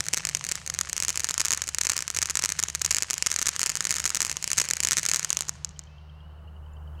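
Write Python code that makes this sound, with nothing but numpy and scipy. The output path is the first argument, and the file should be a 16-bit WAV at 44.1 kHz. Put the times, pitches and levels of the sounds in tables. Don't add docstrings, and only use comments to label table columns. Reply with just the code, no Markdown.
import sys
import numpy as np
from scipy import signal
from scipy.fft import rfft, irfft, next_fast_len
from scipy.io import wavfile
from scipy.ndimage import map_coordinates

SR = 44100
rng = np.random.default_rng(int(sys.argv[2]) if len(sys.argv) > 2 else 0)


def waveform_to_disk(signal):
    frames = np.transpose(np.atleast_2d(signal))
    scaled = np.clip(frames, -1, 1) * 32767
    samples = np.round(scaled).astype(np.int16)
    wavfile.write(sys.argv[1], SR, samples)


def natural_amplitude(level_db):
    exponent = np.asarray(level_db, float) / 20
    return 10 ** exponent


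N = 308700

# (time [s], peak level [dB], ground bounce lag [ms], bounce relative to direct [dB], dullness [dB])
BIG_STARS_EARLY = [(0.13611, -4.1, 0.37, 4.0, 2.0), (0.3496, -3.2, 0.32, -4.0, 1.0),
                   (0.78904, -5.2, 0.48, -9.0, -1.0), (0.81192, -3.0, 0.57, -9.0, -1.0),
                   (1.02443, -6.1, 0.48, -10.0, -2.0), (1.09235, -7.3, 0.3, -2.0, -1.0),
                   (1.24439, -2.7, 0.66, -14.0, -2.0), (1.37955, -3.4, 0.66, -14.0, -3.0),
                   (1.40542, -3.4, 0.4, -6.0, 8.0), (1.41527, -4.9, 0.57, -14.0, 1.0),
                   (1.45022, -6.0, 0.51, -14.0, -5.0), (1.45602, -5.6, 0.57, -13.0, -4.0),
                   (1.50672, -4.2, 0.44, -12.0, 2.0), (1.519, -4.8, 0.57, -9.0, -2.0),
                   (1.52791, -6.3, 0.31, -7.0, -5.0), (1.53465, -2.9, 0.4, -8.0, 1.0),
                   (1.78514, -3.8, 0.5, -10.0, 0.0), (1.814, -4.6, 0.49, -9.0, 2.0),
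                   (1.86952, -2.7, 0.4, -7.0, 3.0), (1.89674, -3.5, 0.66, -14.0, -6.0),
                   (1.90018, -2.5, 0.49, -10.0, 2.0), (1.91884, -5.5, 0.41, -10.0, 3.0),
                   (2.18802, -4.1, 0.35, -5.0, 9.0), (2.22675, -4.8, 0.59, -8.0, 2.0),
                   (2.35466, -3.3, 0.49, -11.0, 2.0), (2.37192, -3.2, 0.48, -11.0, 0.0),
                   (2.43904, -3.4, 0.36, -4.0, 6.0), (2.45873, -4.0, 0.72, -14.0, -4.0),
                   (2.63693, -4.7, 0.29, -1.0, -7.0), (2.75016, -4.3, 0.49, -10.0, -1.0),
                   (2.81882, -4.8, 0.4, -9.0, -4.0), (2.86202, -4.8, 0.39, -8.0, -5.0),
                   (2.9085, -4.2, 0.4, -9.0, 1.0), (2.91033, -3.9, 0.48, -13.0, -1.0),
                   (2.91407, -4.0, 0.38, -8.0, 1.0), (2.94667, -3.9, 0.39, -5.0, -3.0),
                   (2.96729, -6.0, 0.39, -4.0, -1.0), (2.98447, -4.5, 0.58, -12.0, -0.0),
                   (3.02355, -4.5, 0.39, -7.0, -1.0), (3.10819, -4.4, 0.53, -14.0, -2.0)]
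BIG_STARS_LATE = [(3.22445, -3.2, 0.38, -1.0, 2.0), (3.26277, -4.7, 0.57, -7.0, 1.0),
                  (3.26895, -3.8, 0.6, -11.0, 1.0), (3.31601, -4.0, 0.5, -7.0, -0.0),
                  (3.36229, -4.7, 0.45, -6.0, 1.0), (3.47136, -3.5, 0.46, -10.0, 2.0),
                  (3.49049, -3.3, 0.57, -14.0, -1.0), (3.61573, -8.5, 0.39, 4.0, -2.0),
                  (3.63132, -2.7, 0.66, -9.0, 1.0), (3.66129, -5.6, 0.38, -7.0, -4.0),
                  (3.69473, -6.6, 0.57, -10.0, 0.0), (3.85262, -4.9, 0.43, -10.0, 2.0),
                  (3.90764, -2.4, 0.39, -6.0, -3.0), (4.05481, -2.8, 0.58, -13.0, -1.0),
                  (4.14769, -4.8, 0.35, -10.0, -7.0), (4.20512, -2.2, 0.53, -13.0, -0.0),
                  (4.21837, -3.1, 0.39, -7.0, -5.0), (4.24954, -5.3, 0.37, -7.0, -1.0),
                  (4.51639, -4.0, 0.45, -10.0, 0.0), (4.5809, -5.5, 0.49, -6.0, 2.0),
                  (4.5822, -3.4, 0.43, -11.0, -1.0), (4.58609, -5.2, 0.46, -2.0, 6.0),
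                  (4.59981, -3.8, 0.49, -6.0, -2.0), (4.71012, -3.3, 0.49, -1.0, 1.0),
                  (4.73528, -5.9, 0.38, -5.0, -2.0), (4.80389, -3.2, 0.38, -7.0, 0.0),
                  (4.84886, -5.4, 0.3, -5.0, -7.0), (4.87214, -4.5, 0.52, -7.0, -0.0),
                  (4.91015, -3.7, 0.49, -7.0, -2.0), (4.91891, -3.0, 0.58, -4.0, 3.0),
                  (4.93194, -3.3, 0.49, -10.0, 1.0), (4.96973, -3.0, 0.48, -6.0, 2.0),
                  (4.9841, -3.8, 0.5, -3.0, 3.0), (5.06316, -4.6, 0.49, -6.0, -2.0),
                  (5.1151, -2.4, 0.41, -8.0, 5.0), (5.14543, -4.0, 0.5, -11.0, -1.0),
                  (5.16091, -3.3, 0.49, -12.0, -6.0), (5.19486, -7.8, 0.39, -12.0, -4.0),
                  (5.3705, -7.1, 0.31, 3.0, -6.0), (5.40805, -6.0, 0.24, -5.0, 1.0)]
# (time [s], peak level [dB], ground bounce lag [ms], bounce relative to direct [dB])
MIDDLE_STARS_EARLY = [(0.00587, -7.2, 0.53, -1.0), (0.08501, -9.6, 0.48, -1.0), (0.1446, -6.0, 0.34, -7.0),
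                      (0.17495, -13.0, 0.49, 4.0), (0.25158, -9.2, 0.39, 2.0), (0.27095, -9.9, 0.48, -8.0),
                      (0.28988, -10.9, 0.41, -2.0), (0.51524, -8.2, 0.49, -5.0),
                      (0.52084, -8.2, 0.38, -3.0), (0.93027, -6.7, 0.47, -11.0),
                      (0.9659, -10.1, 0.33, -6.0), (0.97888, -8.4, 0.62, -14.0),
                      (1.00201, -7.1, 0.38, -5.0), (1.04955, -7.2, 0.46, -12.0),
                      (1.08276, -6.0, 0.52, -14.0), (1.10402, -7.9, 0.4, -8.0),
                      (1.15752, -10.2, 0.36, -6.0), (1.17488, -6.2, 0.4, -7.0),
                      (1.28893, -7.4, 0.57, -12.0), (1.3092, -7.1, 0.24, -4.0),
                      (1.34167, -8.8, 0.57, -11.0), (1.39798, -8.1, 0.35, -8.0),
                      (1.40262, -7.0, 0.54, -13.0), (1.48392, -8.4, 0.48, -10.0),
                      (1.54756, -11.2, 0.66, -7.0), (1.61896, -6.5, 0.57, -13.0),
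                      (1.68967, -8.3, 0.54, -14.0), (1.74706, -7.2, 0.4, -8.0), (1.81175, -7.7, 0.4, -7.0),
                      (1.85308, -8.6, 0.39, -12.0), (1.96652, -8.1, 0.37, -5.0), (1.97825, -8.4, 0.4, -8.0),
                      (2.07935, -8.9, 0.68, -14.0), (2.10238, -8.3, 0.52, -11.0),
                      (2.16494, -7.8, 0.5, -11.0), (2.17119, -6.7, 0.51, -11.0),
                      (2.21777, -7.1, 0.48, -7.0), (2.22987, -6.8, 0.49, -10.0),
                      (2.25746, -9.0, 0.78, -14.0), (2.29855, -9.0, 0.39, -4.0), (2.3086, -8.8, 0.6, -10.0),
                      (2.39165, -8.5, 0.49, -13.0), (2.39471, -8.5, 0.39, -8.0),
                      (2.44941, -5.1, 0.49, -9.0), (2.49134, -8.2, 0.48, -8.0), (2.52149, -6.4, 0.47, -8.0),
                      (2.59012, -9.4, 0.46, -13.0), (2.59289, -5.2, 0.56, -12.0),
                      (2.68502, -14.0, 0.3, 2.0), (2.81636, -7.9, 0.49, -8.0)]
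MIDDLE_STARS_LATE = [(2.84738, -6.8, 0.5, -10.0), (2.8502, -7.7, 0.29, 0.0), (3.03245, -8.8, 0.46, -9.0),
                     (3.10168, -7.2, 0.37, -7.0), (3.14066, -10.6, 0.31, 1.0), (3.27044, -6.4, 0.37, -4.0),
                     (3.38892, -8.7, 0.5, -7.0), (3.41569, -6.3, 0.48, -12.0), (3.42711, -7.7, 0.48, -4.0),
                     (3.46727, -6.0, 0.52, -8.0), (3.48527, -7.0, 0.47, -12.0), (3.59412, -6.5, 0.61, -7.0),
                     (3.66358, -8.3, 0.35, -9.0), (3.69993, -7.1, 0.39, -6.0), (3.75454, -7.2, 0.63, -11.0),
                     (3.77119, -9.9, 0.58, -11.0), (3.80676, -8.3, 0.57, 4.0), (3.87031, -8.0, 0.48, -7.0),
                     (3.89357, -11.6, 0.38, -2.0), (3.91429, -8.6, 0.47, -5.0), (3.9413, -9.7, 0.46, -10.0),
                     (4.00111, -7.1, 0.54, -10.0), (4.04146, -9.2, 0.41, -9.0), (4.0602, -9.2, 0.4, -12.0),
                     (4.06114, -8.7, 0.48, -9.0), (4.10337, -12.0, 0.74, 4.0), (4.15552, -8.2, 0.48, -8.0),
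                     (4.17104, -7.0, 0.51, -7.0), (4.22766, -8.4, 0.49, -12.0),
                     (4.29693, -8.9, 0.48, -13.0), (4.3149, -8.2, 0.37, -6.0), (4.44247, -6.1, 0.39, -8.0),
                     (4.47702, -9.1, 0.37, -3.0), (4.53199, -6.2, 0.37, -7.0), (4.58769, -9.4, 0.37, -4.0),
                     (4.60335, -7.6, 0.33, 0.0), (4.61539, -7.1, 0.4, -10.0), (4.61738, -7.5, 0.4, -7.0),
                     (4.83454, -5.2, 0.39, -7.0), (4.85115, -7.8, 0.47, -7.0), (4.88681, -5.8, 0.39, -6.0),
                     (4.97846, -7.7, 0.47, -8.0), (5.0319, -10.4, 0.44, -9.0), (5.05302, -9.2, 0.58, -4.0),
                     (5.0876, -6.3, 0.4, -6.0), (5.09027, -8.2, 0.38, -9.0), (5.136, -4.7, 0.58, -7.0),
                     (5.24714, -5.7, 0.61, -7.0), (5.30422, -5.6, 0.27, 1.0), (5.32916, -4.9, 0.32, -8.0)]
# (time [s], peak level [dB], ground bounce lag [ms])
SMALL_STARS = [(0.17005, -11.9, 0.49), (0.18306, -14.8, 0.48), (0.29621, -15.1, 0.48),
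               (0.37083, -15.5, 0.45), (0.44115, -13.4, 0.47), (0.48971, -11.1, 0.37),
               (0.5549, -12.1, 0.54), (0.70063, -12.0, 0.57), (0.74009, -13.7, 0.47),
               (0.89658, -14.0, 0.38), (1.03502, -10.7, 0.36), (1.09789, -13.8, 0.48), (1.1961, -9.8, 0.44),
               (1.20411, -10.0, 0.46), (1.29478, -12.0, 0.41), (1.57533, -10.8, 0.48),
               (1.62026, -12.3, 0.46), (1.67876, -14.2, 0.39), (1.84969, -12.0, 0.48),
               (1.93414, -12.5, 0.66), (1.99012, -11.6, 0.57), (2.00626, -12.1, 0.36),
               (2.02381, -10.5, 0.49), (2.30336, -13.2, 0.57), (2.42297, -10.6, 0.49),
               (2.50199, -11.9, 0.48), (2.59964, -9.9, 0.56), (2.62766, -10.4, 0.54),
               (2.92626, -12.9, 0.38), (3.13243, -10.9, 0.41), (3.18004, -12.1, 0.39),
               (3.30292, -13.7, 0.32), (3.39324, -11.2, 0.6), (3.42293, -12.2, 0.66), (3.4581, -10.6, 0.56),
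               (3.56335, -10.5, 0.58), (3.63848, -11.6, 0.44), (3.66893, -10.1, 0.37),
               (3.85173, -17.6, 0.36), (3.92551, -10.2, 0.58), (3.95399, -14.6, 0.41),
               (3.96053, -11.6, 0.47), (3.96669, -10.1, 0.57), (3.98394, -10.7, 0.58),
               (4.06366, -13.7, 0.44), (4.07692, -11.1, 0.47), (4.09358, -13.0, 0.38),
               (4.16714, -12.9, 0.32), (4.26698, -13.4, 0.38), (4.36887, -9.5, 0.3), (4.42653, -13.3, 0.4),
               (4.50358, -10.9, 0.47), (4.57701, -11.6, 0.37), (4.68795, -10.2, 0.38),
               (4.70273, -10.7, 0.43), (4.76857, -11.3, 0.43), (4.92433, -9.2, 0.48), (4.99558, -12.0, 0.5),
               (5.09682, -11.4, 0.46), (5.39031, -13.7, 0.2)]
# (time [s], peak level [dB])
FAINT_STARS = [(0.06577, -17.8), (0.13172, -13.0), (0.4496, -15.3), (0.46688, -14.7), (0.49361, -17.5),
               (0.66355, -18.0), (0.67603, -13.8), (0.69924, -15.2), (0.74806, -15.9), (0.89872, -19.0),
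               (1.23558, -17.6), (1.2512, -17.2), (1.27011, -18.3), (1.31679, -20.4), (1.46611, -15.4),
               (1.63959, -15.8), (1.6723, -17.4), (1.69324, -18.7), (1.83472, -13.2), (1.8907, -17.3),
               (2.14789, -14.2), (2.14984, -17.4), (2.23147, -18.0), (2.30544, -16.0), (2.43705, -14.7),
               (2.7006, -14.5), (2.75588, -13.6), (2.96005, -13.4), (3.18134, -14.9), (3.26761, -13.2),
               (3.32734, -16.0), (3.34068, -14.2), (3.34197, -14.7), (3.60484, -16.9), (3.60862, -16.5),
               (3.71808, -15.1), (3.76525, -19.3), (3.82526, -18.5), (3.84236, -15.4), (3.90117, -17.0),
               (3.99743, -16.0), (4.23187, -17.6), (4.25745, -16.8), (4.3271, -16.5), (4.57168, -16.1),
               (4.64081, -17.2), (4.6533, -15.5), (4.82962, -16.5), (4.99023, -15.5), (5.09536, -22.4),
               (5.1688, -12.7), (5.22961, -14.6), (5.2944, -21.2), (5.348, -23.0), (5.42183, -15.0)]
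STRAY_STARS = [.04, .0566, .1639, .3692, .5184, .8039, .8906, 1.0375, 1.1285, 2.1128, 2.1458, 2.2717,
               2.4986, 2.5878, 2.936, 3.0055, 3.1162, 3.2264, 3.5569, 3.676, 4.0191, 4.279, 4.3049, 4.6487,
               4.8382, 5.1024, 5.1481, 5.1501, 5.1742]
# (time [s], peak level [dB])
EMBERS = [(5.4856, -17.5), (5.4829, -25), (5.4935, -9), (5.6473, -12.5), (5.7925, -22)]
# (frequency [Hz], level [dB])
SHOCK_SPECTRUM = [(60, -20), (500, -18), (760, -19.5), (1100, -9.5), (2150, -10.5), (2900, -11.5),
                  (3500, -13.5), (4100, -9.5), (4650, -8.5), (6600, -0.5), (8500, -5.5), (9400, -13.5),
                  (10300, -10), (16500, -27.5)]
# (delay [ms], scatter [ms], level [dB], dulled above [Hz])
WALLS = [
    (1.7, .04, -17, 4000),
    (2.25, .06, -12, 2600),
    (3.3, .1, -12, 2800),
    (24.7, .6, -16.5, 2800),
    (44.8, .3, -20, 9000),
    (60.9, .3, -7.5, 2300),
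    (62.2, .6, -13, 2000),
    (64.8, .4, -28, 9000),
    (72.5, 2.5, -17, 3200),
]
# (frequency [Hz], time to decay 60 dB [s])
FIELD_DECAY = [(300, 2.1), (2000, 3.3), (4400, 3.1), (6500, 1.05), (12000, 0.5)]
# (time [s], level [dB])
JET_LEVEL = [
    (0, -50),
    (2, -52),
    (4, -48.5),
    (5.3, -49),
    (5.55, -62),
    (5.95, -95),
]
# (frequency [Hz], level per Hz [dB])
HISS_SPECTRUM = [(500, -26), (2000, -2), (3050, 4), (3550, -5), (4300, 0), (6800, 0), (8700, -2),
                 (10000, -10), (16000, -34)]
# (time [s], peak level [dB], frequency [Hz])
FROG_TICKS = [(5.707, -57, 3020), (5.761, -52, 3100), (5.814, -55, 3120), (5.87, -52, 3100),
              (5.918, -63, 3080), (5.981, -52, 3150), (6.095, -52.5, 3170), (6.203, -54.5, 3190),
              (6.385, -61, 2800), (6.472, -58, 2880), (6.563, -57, 2930), (6.66, -56, 3010),
              (6.733, -60, 7150), (6.766, -54, 3030), (6.874, -53.5, 3000), (6.95, -61, 3250),
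              (6.978, -57, 2720), (6.99, -52, 3000)]
# (time [s], length [s], start frequency [Hz], end frequency [Hz], level [dB])
FROG_WHISTLES = [
    (5.86, .25, 2520, 2920, -64.5),
    (6.11, .23, 2630, 3100, -63),
    (6.67, .2, 2540, 2950, -70),
]
# (time [s], firing tone level [dB])
ENGINE_LEVEL = [(0.0, -58), (1.23, -51.5), (1.29, -57), (1.83, -49.5), (2.05, -57), (2.22, -47.5),
                (2.38, -54.5), (2.92, -47.5), (3.16, -67), (3.2, -53.5), (3.61, -54.5), (3.67, -84.5),
                (4.0, -49), (4.66, -62), (4.78, -51), (5.11, -56.5), (6.96, -39)]
# (time [s], level [dB])
ENGINE_LOAD = [(0, 5), (1, -3.5), (4.55, -1), (4.7, 3.5), (5.6, 5.5), (6, 1)]
# (time [s], rumble level [dB], traffic level [dB])
NIGHT_LEVELS = [(0, -51.5, -58.5), (2, -56, -63), (4, -53.5, -59), (5.5, -54.5, -59), (6, -54, -62),
                (6.5, -54.5, -58), (7, -52, -56)]
# (frequency [Hz], level per Hz [dB])
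RUMBLE_SPECTRUM = [(25, -26.5), (55, -6.5), (120, -5), (180, -6), (240, -36.5), (400, -65.5)]
TRAFFIC_SPECTRUM = [(150, -7), (400, 0.5), (900, 1.5), (1500, -4), (2300, -20.5), (3600, -31.5),
                    (8000, -32.5), (16000, -45)]

LOW_S = 5.6
STRAY_DB = -23
EMBER_LAG_MS, USUAL_LAG_MS, USUAL_BOUNCE_DB, BOUNCE_LIFT_DB = 0.14, 0.45, -5, 0.5
ROUND_SHARE, ROUND_PER_DB, DULL_SCATTER_DB = 0.23, 0.03, 5
HOUSING_HZ, HOUSING_Q, HOUSING_DB = 6670, 5.6, -8.5
ENGINE_HZ = 75.6
SECOND_DB, SECOND_FOLLOWS = -58.5, 0.37
TOP_HZ = 16700


def unit(x):
    return x / np.sqrt(np.mean(x ** 2) + 1e-20)


def along(points, hz):
    f, v = np.transpose(points)
    return np.interp(np.log(hz + 1), np.log(f + 1), v)


def curves(rows):
    s, *columns = np.transpose(rows)
    return [np.interp(np.arange(N) / SR, s, column) for column in columns]


def wobble(rate):
    knots = rng.standard_normal(int(N * rate / SR) + 4)
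    return map_coordinates(knots, [np.arange(N) * rate / SR])


def noise(spectrum):
    m = next_fast_len(N)
    gain = natural_amplitude(along(spectrum, np.fft.rfftfreq(m, 1 / SR)))
    return unit(irfft(rfft(rng.standard_normal(m)) * gain, m)[:N])


def pulses(s, db):
    at = s * SR
    near = np.floor(at)[:, None] + np.arange(-7, 9)
    lag = near - at[:, None]
    shape = natural_amplitude(db)[:, None] * np.sinc(lag) * np.cos(np.pi * lag / 16) ** 2
    index = np.clip(near, 0, N).astype(int)
    return np.bincount(index.ravel(), shape.ravel(), N + 1)[:N]


def dull(x, hz):
    return signal.lfilter(*signal.butter(1, min(hz, SR / 2 - 1), fs=SR), x)


def causal(spectrum, size=2048):
    cepstrum = irfft(np.log(natural_amplitude(along(spectrum, np.fft.rfftfreq(size, 1 / SR)))))
    cepstrum[1:size // 2] *= 2
    cepstrum[size // 2 + 1:] = 0
    pulse = irfft(np.exp(rfft(cepstrum)))[:size // 2]
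    return pulse / pulse.max()


def stars():
    rows = [row + (0,) for row in MIDDLE_STARS_EARLY + MIDDLE_STARS_LATE]
    rows += [row + (USUAL_BOUNCE_DB, 0) for row in SMALL_STARS]
    faint = FAINT_STARS + [(s, STRAY_DB) for s in STRAY_STARS]
    rows += [row + (USUAL_LAG_MS, USUAL_BOUNCE_DB, 0) for row in faint]
    rows += [row + (EMBER_LAG_MS, USUAL_BOUNCE_DB, 0) for row in EMBERS]
    rows = np.array(rows)
    rows[:, 3] += 3 * (rows[:, 0] < .75)
    rows[:, 4] = DULL_SCATTER_DB * rng.standard_normal(len(rows))
    return np.vstack([BIG_STARS_EARLY, BIG_STARS_LATE, rows]).T


def crackle():
    s, db, lag_ms, bounce_db, dull_db = stars()
    low = s > LOW_S
    db = db - 3 * low
    rounded = np.clip(ROUND_SHARE + ROUND_PER_DB * dull_db, .01, .95) * (s < LOW_S) + .01
    direct = shock(s, db, rounded) + grazing_tick(s[low], db[low])
    ground_db = db + bounce_db + BOUNCE_LIFT_DB - 20 * low
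    bounce = dull(shock(s + lag_ms / 1000, ground_db, rounded), hz=8670)
    lag_ms = np.where(low, 0.18, lag_ms)
    air = direct + bounce + scatter(direct)
    air = air + wall_echoes(s, db, lag_ms, bounce_db, low)
    air = air + natural_amplitude(-23.5) * field(dull(dull(direct + bounce, hz=5890), hz=7000))
    housing = signal.lfilter(*signal.iirpeak(HOUSING_HZ, HOUSING_Q, SR), air)
    air = air + natural_amplitude(HOUSING_DB) * housing
    return natural_amplitude(1.0) * signal.fftconvolve(air, causal(SHOCK_SPECTRUM))[:N]


def shock(s, db, rounded):
    sharp = pulses(s, db + 20 * np.log10(1 - rounded))
    return sharp + dull(pulses(s, db + 20 * np.log10(rounded) + 6), hz=4200)


def grazing_tick(s, db):
    ringing = pulses(s + .15 / 1000, db - 5) - pulses(s + .225 / 1000, db - 6)
    return dull(ringing, hz=9000) - pulses(s + 0.076 / 1000, db + 0.5)


def scatter(direct):
    decay = natural_amplitude(-60 * np.arange(SR // 20) / SR / 0.017)
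    fading = signal.fftconvolve(np.abs(direct), decay)[:N]
    return natural_amplitude(-31.0) * fading * dull(rng.standard_normal(N), hz=9000)


def wall_echoes(s, db, lag_ms, bounce_db, low):
    db = db + np.minimum(10 * np.log10(lag_ms / .4), 1)
    echoes = np.zeros(N)
    for delay_ms, scatter_ms, wall_db, hz in WALLS:
        late = s + (delay_ms + scatter_ms * rng.standard_normal(len(s))) / 1000
        facing_db = 8 if delay_ms < 50 else -3
        clear_db = 4 * (s < .75) * (50 < delay_ms < 63)
        chance_db = 2 * rng.standard_normal(len(s))
        echo = pulses(late, db + wall_db + facing_db * low + clear_db + chance_db)
        echo += pulses(late + lag_ms / 1000, db + wall_db + bounce_db - 20 * low)
        echo -= pulses(late[low] + .075 / 1000, db[low] + wall_db + facing_db)
        echo = dull(dull(echo, hz), 1.1 * hz)
        echoes += signal.lfilter(*signal.butter(2, hz / 2.8, 'high', fs=SR), echo)
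    return echoes


def field(x):
    hz, t, z = signal.stft(rng.standard_normal(2 * SR), SR, nperseg=256)
    decay = natural_amplitude(-60 * t / along(FIELD_DECAY, hz)[:, None])
    tail = signal.istft(z * decay, SR, nperseg=256)[1]
    return signal.fftconvolve(x, tail / np.linalg.norm(tail))[:N]


def jet():
    hiss_db, = curves(JET_LEVEL)
    spits = (rng.random(N) < 400 / SR) * natural_amplitude(5 * rng.exponential(1, N))
    spit = signal.fftconvolve(spits, causal(HISS_SPECTRUM))[:N]
    return natural_amplitude(hiss_db + 1.5 * wobble(9)) * (noise(HISS_SPECTRUM) + natural_amplitude(-9) * unit(spit))


def frogs():
    out = np.zeros(N + SR)
    t = np.arange(SR // 25) / SR
    swell = (t / .003 * np.exp(1 - t / .003)) ** 2
    for s, db, hz in FROG_TICKS:
        turn = 2 * np.pi * hz * t * (1.02 - 2.5 * t)
        tick = np.sin(turn) + .12 * np.sin(1.55 * turn)
        out[round(s * SR):][:len(t)] += natural_amplitude(db + 1.1) * swell * tick
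    for s, length, from_hz, to_hz, db in FROG_WHISTLES:
        u = np.arange(round(length * SR)) / (length * SR)
        turn = 2 * np.pi * np.cumsum(from_hz + (to_hz - from_hz) * u) / SR
        tremble = natural_amplitude(1.8 * wobble(40)[:len(u)])
        out[round(s * SR):][:len(u)] += natural_amplitude(db) * np.sin(np.pi * u) ** 0.4 * tremble * np.sin(turn)
    near = out[:N]
    chorus = noise([(2300, -57.0), (2700, -6.0), (3000, 0), (3250, -20.0), (3500, -65.0)])
    return near + natural_amplitude(-14.5) * field(near) + natural_amplitude(-74.0 + 4.5 * wobble(60)) * chorus


def engine():
    first_db, = curves(ENGINE_LEVEL)
    load_db, = curves(ENGINE_LOAD)
    second_db = SECOND_DB + SECOND_FOLLOWS * (first_db - first_db.mean()) + load_db
    turn = 2 * np.pi * np.cumsum(ENGINE_HZ + .35 * wobble(3)) / SR
    first = natural_amplitude(first_db) * np.sin(turn)
    second = natural_amplitude(second_db + 2.4 * wobble(2.94)) * np.sin(2 * turn)
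    flutter = natural_amplitude(first_db - 17) * noise([(20, -12), (38, -10), (60, -21), (90, -55)])
    return np.sqrt(2) * (first + second) + flutter


def distant_traffic():
    rumble_db, traffic_db = curves(NIGHT_LEVELS)
    rumble = natural_amplitude(rumble_db + 1.4 * wobble(3.55)) * noise(RUMBLE_SPECTRUM)
    return rumble + natural_amplitude(traffic_db + 0.63 * wobble(2.6)) * noise(TRAFFIC_SPECTRUM)


def scene():
    return (crackle() + jet() + frogs() + engine() + distant_traffic())[None]


def band_limit(x):
    return signal.sosfilt(signal.butter(12, 17000, fs=SR, output="sos"), x)


def record(dry):
    squeezed = dry / (1 + np.abs(dry / .78) ** 4) ** (1 / 4)
    m = next_fast_len(N)
    fade = np.clip((TOP_HZ + 250 - np.fft.rfftfreq(m, 1 / SR)) / 500, 0, 1)
    mix = irfft(rfft(squeezed, m) * fade, m)[:, :N]
    return band_limit(mix)


dry = scene()
out = record(dry)
waveform_to_disk(out)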